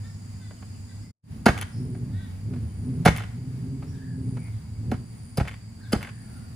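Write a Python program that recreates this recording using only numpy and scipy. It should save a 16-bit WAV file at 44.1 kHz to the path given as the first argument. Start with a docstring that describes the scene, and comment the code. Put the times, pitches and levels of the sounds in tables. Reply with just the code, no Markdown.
"""A garden, a few metres from a table where a cleaver chops meat and bone on a wooden board.
Each chop crunches, knocks the board and makes it hop; a tenth of a second later loose ware rattles down.
Behind it two far motors hum, insects sing, birds call and leaves hiss.
The level dips briefly to near silence just after the first second."""
import sys
import numpy as np
from scipy import signal
from scipy.fft import rfft, irfft, next_fast_len
from scipy.io import wavfile
from scipy.ndimage import uniform_filter1d

SR = 44100
rng = np.random.default_rng(int(sys.argv[2]) if len(sys.argv) > 2 else 0)


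def master_out(mix):
    """Clip the mix to full scale and print it as 16-bit PCM to the path in sys.argv[1]."""
    frames = np.transpose(np.atleast_2d(mix))
    ceiling = np.clip(frames, -1, 1)
    pcm = np.round(ceiling * 32767).astype(np.int16)
    wavfile.write(sys.argv[1], SR, pcm)


N = 288936
T = np.arange(N) / SR
FFT_SIZE = next_fast_len(N, True)

# start_s, sink_s, snap_fraction, crunch_db, blade_db, snap_db, seat_db, thud_db, thud_hz, hop_s,
# landing_db, rebound_db, tilt_db_per_octave, landing_tilt_db_per_octave, edge_db
CHOPS = [(1.4566, 0.0074, 0.42, -10, -32, -2, 0, -1, 225, .0178, -6.5, -7, 1.3, 1.3, -23),
         (3.05, 0.012, 0.41, -9.5, -35, 0, -3, -1, 163, 0.013, -5.5, -5, 1.5, 3, -26),
         (4.913, 0.008, 0.31, -29, -62.5, -16, -30, -14, 233, 0.013, -31, -19, .8, 1.5, -42),
         (5.371, .0115, .23, -21, -30, -22, -21, -9, 138.6, .0175, -14.5, -8, -1, -1.7, -21),
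         (5.9203, .0125, .62, -16.5, -23, -13, -15.5, -8, 211, 0.015, -20, -13, -1, -1, -24)]
# freq_hz, density_db
CRUNCH_SPECTRUM = [(150, -11.5), (500, 14), (1800, -3), (3000, -4), (5000, -7), (6500, -13), (8500, -5.5),
                   (10500, -3.5), (12000, -11), (13500, -10), (15000, -22)]
# pitch_hz, level_db, t60_s
BLADE_MODES = [(3370, -9, 0.05), (4190, -20.5, 0.0434), (4920, 0, 0.065), (4850, 11.5, 0.015),
               (6200, -21, 0.0405)]
def cleaver(growth_db=4, sizzle_db=-10, attack_s=.0013, bite_s=.0013):
    """The edge bites, bone splinters in tiny cracks as the blade sinks, the blade rings and sizzles."""
    out, t = np.zeros(N), T[:SR // 4]
    for s, sink_s, snap_fraction, crunch_db, blade_db, *_, edge_db in CHOPS:
        depth = np.minimum(t / sink_s, 1)
        sinking = undb(growth_db * (depth - 1)) * decay(np.maximum(t - sink_s, 0), .017)
        cracks = np.exp(.86 * rng.standard_normal(len(t)))
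        splinters = unit(np.repeat(cracks, 16)[:len(t)])
        sizzle = undb(sizzle_db) * depth * decay(t, .29)
        force = (sinking * splinters + sizzle) * np.minimum(t / attack_s + .072, 1)
        add(out, s, undb(crunch_db) * colour(rng.standard_normal(len(t)) * force, CRUNCH_SPECTRUM))
        add(out, s + bite_s, undb(edge_db) * steel(t60_s=.056))
        blade = ring(BLADE_MODES, t, detune=.0025, scatter_db=5.5)
        add(out, s + snap_fraction * sink_s, undb(blade_db) * blade)
    return out


# freq_hz, density_db
STEEL_SPECTRUM = [(500, -22), (3000, -14), (5000, -9.5), (7500, -8), (9200, 2), (10500, 2.5), (12200, -7),
                  (13800, -3), (16000, -9)]
def steel(t60_s):
    """Steel meets something hard: a short, bright snap."""
    return burst(STEEL_SPECTRUM, T[:SR // 12], t60_s)


# pitch_hz, level_db, t60_s
DEEP_BOARD_MODES = [(340, -6, .06), (410, 0, .06), (545, -1, .05), (790, -2, .05)]
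def board(second_edge_s=.006, rebound_s=.01035):
    """Bone snaps, the blade seats, the board hops and lands edge by edge, the table springs back."""
    out = np.zeros(N)
    for (s, sink_s, snap_fraction, _, _, snap_db, seat_db, thud_db, thud_hz, hop_s,
         landing_db, rebound_db, tilt, landing_tilt, _) in CHOPS:
        seat_s = s + sink_s
        landing_s = seat_s + hop_s
        add(out, s + snap_fraction * sink_s, knock(snap_db, snap_db - 7, tilt))
        add(out, seat_s, knock(seat_db - 4.5, seat_db, tilt) + undb(thud_db) * thud(thud_hz))
        # only a heavy blow drives the deep modes
        for hit_s, db in ((seat_s, -4), (landing_s, -10)):
            punch = ring(DEEP_BOARD_MODES, T[:SR // 7], detune=.01, scatter_db=1)
            add(out, hit_s, undb(db + 2 * thud_db) * punch)
        for lag_s, db in ((0, landing_db), (second_edge_s, landing_db - 1.5)):
            add(out, landing_s + lag_s, knock(db - 4, db, landing_tilt))
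        table_top = thud(hz=105, t60_s=.025)
        frame = undb(-8.5) * thud(hz=64, t60_s=.058)
        add(out, landing_s + rebound_s, undb(rebound_db) * (table_top + frame))
    return out


# pitch_hz, level_db, t60_s
BOARD_MODES = [(330, -6.5, .08), (412.4, -2, 0.12), (467, 0.5, 0.073), (578, 5, 0.082), (666, 2.5, 0.059),
               (735, 3, 0.08), (833, 2.5, 0.085), (946, -2, 0.067), (1010, -7.5, 0.117), (1060, -8.5, 0.11),
               (1190, -10.5, .09), (1310, -6.5, 0.071), (1448, -4, 0.063), (1645, -7.5, 0.1),
               (1918, -9, 0.09), (2073, -10, 0.058), (2202, -10.5, 0.11), (2600, -32, 0.06)]
# freq_hz, density_db
CLATTER_SPECTRUM = [(100, -42), (300, 7.5), (800, 6.2), (1500, 3), (2200, -1), (3200, -10.5), (5000, -14.5),
                    (10000, -23), (15000, -33)]
def knock(ring_db, clatter_db, tilt_db_per_octave=0, pivot_hz=700, tilt_top_hz=2190):
    """The board rings and clatters; harder contact tilts both towards the treble."""
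    def tilt_db(hz):
        return tilt_db_per_octave * np.log2(min(hz, tilt_top_hz) / pivot_hz)
    t = T[:SR // 7]
    modes = [(hz, db + tilt_db(hz), t60_s) for hz, db, t60_s in BOARD_MODES]
    clatter = burst([(hz, db + tilt_db(hz)) for hz, db in CLATTER_SPECTRUM], t, t60_s=.055)
    return .37 * undb(ring_db) * ring(modes, t, detune=.0066, scatter_db=1) + undb(clatter_db) * clatter


def thud(hz, t60_s=.041, attack_s=.0017):
    """Part of the table swings for a few cycles."""
    t = T[:SR // 7]
    return 5.05 * np.sin(2 * np.pi * hz * t) * decay(t, t60_s) * (1 - np.exp(-(t / attack_s) ** 2))


# start_s, level_db
BLADE_TAPS = [(.506, -44.5), (.623, -43), (1.947, -38.5), (2.533, -36), (2.559, -39.5), (3.822, -35),
              (4.367, -32), (4.479, -46)]
def taps(attack_s=.0056):
    """The blade touches the board lightly; meat cushions the onset."""
    out = np.zeros(N)
    for s, db in BLADE_TAPS:
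        tap = knock(db, db + 5) + undb(db - 11) * thud(hz=207)
        add(out, s, tap * np.minimum(T[:len(tap)] / attack_s, 1))
    return out


# start_s, body_db, tick_db, steel_db
WARE_DROPS = [(1.5769, -16.5, -27, -37), (1.587, -21, -26, -34), (1.6128, -19.5, -22, -16),
              (1.6205, -16.5, -29, -40), (1.626, -21.5, -25, -40), (3.163, -19, -24, -38),
              (3.174, -38, -34, -19.5), (3.1821, -20.5, -28, -36), (3.195, -26, -35, -55),
              (3.2054, -22.5, -43, -55), (3.2215, -26, -40, -55), (3.236, -24, -39, -50),
              (5.4755, -22.5, -37, -52), (5.4808, -17.5, -32, -38), (5.49, -28, -42, -50),
              (5.5124, -29, -46, -60), (6.028, -19.5, -31, -28), (6.035, -25, -40, -55),
              (6.047, -25, -48, -63), (6.071, -29, -44, -58), (6.09, -27, -47, -58)]
# start_s, level_db
SETTLING_KNOCKS = [(1.543, -33), (1.565, -30), (1.581, -30), (3.156, -32), (3.203, -27.5), (5.449, -33),
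                   (5.463, -35), (5.987, -41), (6.003, -38), (6.017, -34), (6.078, -37)]
def rattles(bounce_s=.0063):
    """Ware thrown up by a chop drops and bounces once; board and table knock as they settle."""
    out = np.zeros(N)
    for s, body_db, tick_db, steel_db in WARE_DROPS:
        add(out, s, clink(body_db, tick_db) + undb(steel_db) * steel(t60_s=.011))
        flight_s = bounce_s * (1 + .408 * rng.uniform(-.997, 1))
        add(out, s + flight_s, clink(body_db - 9.5, tick_db - 12))
    for s, db in SETTLING_KNOCKS:
        add(out, s, knock(db, db - .5, tilt_db_per_octave=.3))
    return out


# pitch_hz, level_db, t60_s
WARE_MODES = [(1053, -10, 0.082), (1415, -5.5, 0.024), (1620, -2.5, .025), (1960, 2.5, 0.024),
              (2216, 3, 0.014), (2400, -11, 0.013), (2920, -11, 0.0095), (3330, -14, 0.021)]
# freq_hz, density_db
CLACK_SPECTRUM = [(300, -11), (900, -3), (1400, -6), (2000, 1.5), (2600, -6), (3300, -5.5), (4200, -20.5),
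                  (8000, -23.5), (15000, -33)]
# freq_hz, density_db
TICK_SPECTRUM = [(400, 3), (2000, 0), (4000, 2.5), (7000, 1), (10500, 6.5), (14000, -6), (16000, -16)]
def clink(body_db, tick_db):
    """Ware hits the table: a tick, a broad clack and a short ring, detuned anew each hit."""
    t = T[:SR // 12]
    tick = burst(TICK_SPECTRUM, t, t60_s=.021)
    clack = burst(CLACK_SPECTRUM, t, t60_s=.035)
    body = undb(-7.5) * ring(WARE_MODES, t, detune=.045, scatter_db=3.5) + undb(-3) * clack
    return undb(body_db) * body + undb(tick_db) * tick


def chatter(count=7, delay_s=.079, length_s=.099, scatter_db=9, threshold_db=-14):
    """Things on the table chatter faintly after a hard chop."""
    out = np.zeros(N)
    for s, _, _, _, _, _, _, thud_db, *_ in CHOPS:
        for k, (jitter, softness) in enumerate(rng.random((count, 2))):
            db = -33 - .6 * thud_db - scatter_db * softness
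            hit = clink(db, db - 13)
            if thud_db > threshold_db:
                add(out, s + delay_s + length_s * (k + jitter) / count, hit)
    return out


# time_s, firing_hz
ENGINE_SPEED = [(0, 99.66), (1, 101.2), (1.42, 109.1), (1.69, 94.8), (1.79, 123.6), (2.02, 120.8),
                (2.18, 96), (2.39, 92), (2.52, 125.2), (2.74, 99.9), (2.88, 125.2), (3.03, 122.6),
                (3.28, 103.2), (3.38, 124), (3.8, 133), (4.35, 127), (4.47, 109), (4.72, 104), (4.9, 120.1),
                (5.5, 108), (6.55, 116)]
# through the trees: time_s, level_db
ENGINE_LEVEL = [(0, -48.5), (.8, -51), (1.4, -35.5), (1.68, -38), (1.8, -32.5), (2.0, -37), (2.12, -27),
                (2.33, -36), (2.45, -32.5), (3.03, -28.5), (3.3, -35), (3.8, -32), (4.05, -36.5),
                (4.27, -30), (4.55, -36.5), (4.72, -36), (4.9, -28), (5.1, -45), (6.55, -42.5)]
def engine(cruise_hz=110.3, exhaust_hz=102.5, exhaust_half_width_hz=37, pace_s=.91):
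    """A far engine: three harmonics arrive, the exhaust resonates, speed and throttle lift overtones."""
    hz, db = curves(ENGINE_SPEED)[0], curves(ENGINE_LEVEL)[0]
    recent_hz = uniform_filter1d(hz, int(pace_s * SR))
    throttle = undb(.3858 * (hz - recent_hz))
    overtone_db = -3 + .1178 * (hz - cruise_hz)
    exhaust_db = 9 / (1 + ((hz - exhaust_hz) / exhaust_half_width_hz) ** 2)
    phase = 2 * np.pi * np.cumsum(hz * (1 + .016 * walk(45))) / SR
    firing = np.sqrt(2) * np.sin(phase) * (1 + .49 * walk(35)) + undb(-3) * band(87, 51)
    second, third = (np.sqrt(2) * (1 + .49 * walk(50)) * np.sin(k * phase) for k in (2, 3))
    # uneven firings fill the gaps between harmonics
    rumble = undb(-4.5) * (2.73 * band(153, 60) + 1.16 * band(247, 66))
    rasp = undb(-18) * third + undb(-16) * band(401.7, 79)
    overtones = undb(overtone_db) * throttle * (undb(-1) * second + rumble + throttle * rasp)
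    return undb(db) * (undb(exhaust_db) * firing + overtones)


# time_s, pitch_hz, level_db
MOTOR_DRONE = [(0, 100.1, -44), (1.05, 101.3, -51), (1.7, 102.6, -30.5), (2.45, 100.3, -29),
               (2.7, 101.7, -34), (3.35, 103, -36), (3.52, 117, -22), (3.7, 112, -37), (4.05, 117.3, -33),
               (4.27, 116, -23), (4.45, 112.3, -28.5), (4.72, 111.3, -33.5), (4.88, 119, -25.5),
               (5.1, 112.1, -46.5), (6.55, 116.3, -46.5)]
def motor(roughness=.33, waver=.0068):
    """A second far motor holds a low, nearly pure note."""
    hz, db = curves(MOTOR_DRONE)
    hum = np.sqrt(2) * tone(hz * (1 + waver * walk(20)))
    return undb(db) * hum * (1 + roughness * walk(24))


# start_s, length_s, start_hz, middle_hz, end_hz, level_db, hoarseness
WHISTLES = [(0, 0.16, 5110, 5170, 5190, -60.5, 0.84), (.565, .03, 3320, 3000, 2750, -61, .2),
            (.738, 0.032, 3200, 2730, 2350, -61, .2), (1.003, .09, 5100, 5100, 5050, -56.5, 0.83),
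            (1.035, .055, 2040, 2120, 2060, -55, .5), (1.701, 0.1, 5250, 5220, 5060, -51, 1.2),
            (2.675, .065, 3150, 3060, 3030, -60, .1), (3.858, 0.061, 4600, 5560, 5670, -50, .3),
            (3.906, 0.27, 1665, 1680, 1638, -47, 0.85), (3.94, 0.047, 3900, 3630, 3000, -55, 1.2),
            (4.35, 0.16, 2450, 2260, 2120, -46.5, 0.9), (4.512, 0.034, 4620, 3700, 3170, -56, .3),
            (5.785, .17, 1630, 1610, 1600, -46, 1.1), (5.96, .15, 1650, 1680, 1660, -42.5, 1.1),
            (5.806, 0.068, 5350, 4000, 3250, -50, .15), (5.87, .02, 5600, 5150, 4850, -57, .2),
            (5.9, .018, 5600, 5200, 4860, -53, .2), (6.119, 0.13, 1780, 1737, 1660, -51, 0.8),
            (6.241, 0.27, 1416, 1400, 1367, -51.5, 0.8)]
def whistles():
    """Far birds whistle; fast flutter in pitch and level makes them hoarse."""
    out = np.zeros(N)
    quaver = .055 * walk(800) + .012 * walk(70)
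    flutter_db = 2 * walk(80)
    for s, length_s, *pitches_hz, db, hoarseness in WHISTLES:
        hz, swell = note(length_s, *pitches_hz)
        span = int(s * SR) + np.arange(len(hz))
        whistle = tone(hz * (1 + hoarseness * quaver[span]))
        add(out, s, undb(db + hoarseness * flutter_db[span]) * swell * whistle)
    return out


# start_s, length_s, start_hz, middle_hz, end_hz, level_db
NASAL_CALLS = [(.033, 0.048, 429, 455, 452, -53), (.395, .085, 531, 505, 492, -55),
               (.88, .055, 400, 392, 382, -58), (2.115, 0.16, 338, 388, 355, -47)]
# freq_hz, gain_db
THROAT_RESPONSE = [(900, -29), (1400, -4), (1900, 1), (2350, -13.5), (2900, -25), (3500, -6), (3900, -7),
                   (4500, -30)]
def nasal_calls():
    """A bird's nasal cries: harmonics 3 to 11, shaped by its throat."""
    out = np.zeros(N)
    waver = .0058 * walk(200)
    for s, length_s, *pitches_hz, db in NASAL_CALLS:
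        hz, swell = note(length_s, *pitches_hz)
        hz = hz * (1 + waver[int(s * SR):][:len(hz)])
        cry = sum(undb(np.interp(k * hz, *np.transpose(THROAT_RESPONSE))) * tone(k * hz)
                  for k in range(3, 12))
        add(out, s, undb(db) * swell * cry)
    return out


# start_s
PEEP_TIMES = [2.295, 2.452, 2.59, 2.705, 2.897, 3.375, 3.525, 3.74, 4.245, 4.64, 4.745, 5.105, 5.29, 5.668,
              5.845, 6.228]
def peeps(pitch_hz=2200, length_s=.031):
    """A small creature peeps repeatedly on nearly one note."""
    out = np.zeros(N)
    hz, swell = note(length_s, pitch_hz, pitch_hz, pitch_hz)
    for s in PEEP_TIMES:
        detune, strength = rng.standard_normal(2)
        add(out, s, undb(-56.5 + 1.1 * strength) * swell * tone(hz * (1 + .009 * detune)))
    return out


# start_s, level_db
INSECT_RASPS = [(1.501, -53), (2.5, -52), (4.01, -51), (4.94, -50.5), (5.97, -51)]
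def insect(length_s=.49, release_s=.012, pulse_hz=99):
    """One nearer insect rasps in rapid pulses that swell, then stop."""
    corners_s = [0, length_s / 2, length_s - release_s, length_s]
    swell = sum(undb(db) * np.interp(T - s, corners_s, [.038, 1, 1, .059]) for s, db in INSECT_RASPS)
    cycle = np.cumsum(pulse_hz * (1 + .006 * walk(8))) / SR % 1
    pulses = unit(np.sin(np.pi * cycle) * np.exp(-2.5 * cycle))
    return swell * pulses * band(hz=9330, width_hz=450)


# centre_hz, width_hz, start_db, end_db
SONG_AND_HISS_BANDS = [(4690, 320, -59, -52.5), (5060, 400, -63.5, -61.5), (6860, 630, -58.5, -58),
                       (7865, 710, -61, -55)]
def song_and_hiss():
    """Steady narrow bands of insect song, plus a band of background hiss near 8 kHz."""
    out = np.zeros((2, N))
    for hz, width_hz, start_db, end_db in SONG_AND_HISS_BANDS:
        pair = np.array([band(hz, width_hz), band(hz, width_hz)])
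        db = start_db + (end_db - start_db) * T / T[-1]
        out += pair * undb(db + .302 * walk(4.7) + .29 * walk(40))
    return out


# freq_hz, density_db
AIR_SPECTRUM = [(25, -21.5), (45, -7), (65, -5), (100, 0), (170, -4), (240, -4), (330, -22), (550, -26),
                (800, -22.5), (1200, -29), (2000, -30), (3400, -37), (6000, -38.5), (8000, -54),
                (9500, -30.5), (12000, -49.5), (15000, -41.5)]
# time_s, level_db
AIR_LEVEL = [(0, -39), (1, -40.5), (1.4, -33), (3, -33), (4.5, -34.5), (5.5, -35.5), (6.55, -32)]
def air():
    """Distant rumble and the faint hiss of leaves."""
    return unit(diffuse(AIR_SPECTRUM, FFT_SIZE)[:, :N]) * undb(curves(AIR_LEVEL)[0] + walk(10))


# freq_hz, density_db
ECHO_SPECTRUM = [(60, 4), (200, -1), (600, -5.5), (1500, 2.5), (3000, 4.5), (8000, 4), (15000, -25.5)]
def echoes(x, t60_s, onset_s):
    """Scatter from ground, trunks and leaves, by different paths to each side."""
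    t = T[:SR // 2]
    tails = diffuse(ECHO_SPECTRUM, len(t)) * decay(t, t60_s) * (1 - np.exp(-(t / onset_s) ** 2))
    tails /= np.linalg.norm(tails, axis=1, keepdims=True)
    return signal.oaconvolve(x[None], tails, axes=1)[:, :N]


# freq_hz, side_over_mid_db
DIFFUSE_WIDTH = [(30, -18), (110, -13.5), (300, -3), (700, 3.5), (1400, 0), (15000, -2)]
def diffuse(spectrum, size):
    """Noise from all round: left and right alike in the bass, apart in the treble."""
    mid, side = rfft(rng.standard_normal((2, size)))
    width = gains(DIFFUSE_WIDTH, size)
    pair = np.array([mid + width * side, mid - width * side]) / np.sqrt(1 + width ** 2)
    return irfft(pair * gains(spectrum, size), size)


# freq_hz, left_lead_rad
PORT_PHASE = [(0, 0), (100, -.3), (300, -.3), (700, -.4), (1400, -.7), (2400, 0), (3200, .5), (6400, .2),
              (7600, -1.6), (8550, -3.14), (10000, -6.28), (12200, -9.42), (14200, -12.57), (16000, -16)]
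def from_front(x, left_over_right):
    """Frontal sound reaches two microphone ports with a phase gap that winds up in the treble."""
    phase = np.interp(np.fft.rfftfreq(FFT_SIZE, 1 / SR), *np.transpose(PORT_PHASE))
    sign = np.array([[1], [-1]])
    response = np.exp(.5j * sign * phase) * left_over_right ** (sign / 2)
    return irfft(rfft(x, FFT_SIZE) * response, FFT_SIZE)[:, :N]


def ring(modes, t, detune, scatter_db):
    """Struck modes; each blow lands elsewhere and weights them anew."""
    chance = rng.standard_normal((len(modes), 2))
    out = np.zeros(len(t))
    for k, ((hz, db, t60_s), (strength, shift)) in enumerate(zip(modes, chance)):
        swing = np.sin(2 * np.pi * hz * (1 + detune * shift) * t)
        out += (-1) ** k * undb(db + scatter_db * strength) * decay(t, t60_s) * swing
    return out


def burst(spectrum, t, t60_s):
    """Decaying coloured noise."""
    return colour(rng.standard_normal(len(t)) * decay(t, t60_s), spectrum)


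def note(length_s, *pitches_hz):
    """A call's pitch curve through start, middle and end, and its rounded swell."""
    progress = np.linspace(0, 1, int(length_s * SR))
    hz = np.polyval(np.polyfit([0, .5, 1], pitches_hz, 2), progress)
    return hz, np.sqrt(np.abs(np.sin(np.pi * progress)))


def tone(hz):
    """Sine following a pitch curve."""
    return np.sin(2 * np.pi * np.cumsum(hz) / SR)


def band(hz, width_hz):
    """Noise in one steep resonance, rms 1."""
    peak = signal.iirpeak(hz, hz / width_hz, fs=SR)
    return unit(signal.lfilter(*peak, signal.lfilter(*peak, rng.standard_normal(N))))


def walk(rate_hz):
    """Smooth random drift, rms 1."""
    hold = int(SR / rate_hz)
    steps = np.repeat(rng.standard_normal(N // hold + 1), hold)
    return unit(uniform_filter1d(uniform_filter1d(steps, hold), hold)[:N])


def colour(x, spectrum, size=1024):
    """Minimum-phase filter of unit energy."""
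    cepstrum = irfft(np.log(gains(spectrum, size)))
    cepstrum[1:size // 2] *= 2
    cepstrum[size // 2 + 1:] = 0
    response = irfft(np.exp(rfft(cepstrum)))
    return signal.fftconvolve(x, response / np.linalg.norm(response))[:len(x)]


def highpass(x, hz):
    """Third-order bass cut."""
    return signal.sosfilt(signal.butter(3, hz, "highpass", fs=SR, output="sos"), x)


def gains(spectrum, size):
    """A spectrum's gain per FFT bin."""
    hz, db = np.transpose(spectrum)
    return undb(np.interp(np.log(np.fft.rfftfreq(size, 1 / SR) + 1), np.log(hz), db))


def curves(rows):
    """Columns of a timed table, interpolated per sample."""
    s, *columns = np.transpose(rows)
    return [np.interp(T, s, column) for column in columns]


def decay(t, t60_s):
    """Falls 60 dB in t60_s."""
    return np.exp(-np.log(1000) * t / t60_s)


def add(track, start_s, sound):
    """Mix a sound in at start_s."""
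    i = int(start_s * SR)
    track[i:i + len(sound)] += sound[:N - i]


def undb(db):
    """Decibels to gain."""
    return 10 ** (np.asarray(db) / 20)


def unit(x):
    """Scale to rms 1."""
    return x / np.sqrt(np.mean(x ** 2))


# freq_hz, left_over_right_db
TABLE_PAN = [(60, -0.5), (250, -1), (600, -2), (1100, -3), (2000, -0.5), (4000, 5.5), (12000, -1)]
# time_s, gain_db
MIX_GAIN = [(1.03, -8), (1.11, -15), (1.125, -74), (1.22, -68), (1.24, -29), (1.32, -14.5)]
def scene():
    """The table a little to the right, its echoes and the garden; the level dips once."""
    table = cleaver()
    table += highpass(board() + taps(), hz=49)  # a table radiates little deep bass
    table += rattles() + chatter()
    ground = undb(-9) * highpass(echoes(table, t60_s=.024, onset_s=.0003), hz=449)
    near_trees = undb(-14.5) * echoes(table, t60_s=.35, onset_s=.012)
    far_trees = undb(-27.5) * echoes(table, t60_s=.38, onset_s=.31)
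    garden = from_front(engine() + motor() + insect(), undb(-.5)) + air() + song_and_hiss()
    calls = whistles() + nasal_calls() + peeps()
    garden += calls + undb(-2) * echoes(calls, t60_s=.4, onset_s=.0081)
    direct = from_front(table, gains(TABLE_PAN, FFT_SIZE))
    return (direct + ground + near_trees + far_trees + garden) * undb(curves(MIX_GAIN)[0])


TOP_HZ = 15300
def record(dry):
    """Soft clip, then a steep low-pass."""
    lowpass = signal.ellip(8, .2, 70, TOP_HZ, fs=SR, output="sos")
    return signal.sosfilt(lowpass, 1.547 * np.tanh(dry))


dry = scene()
out = record(dry)
master_out(out)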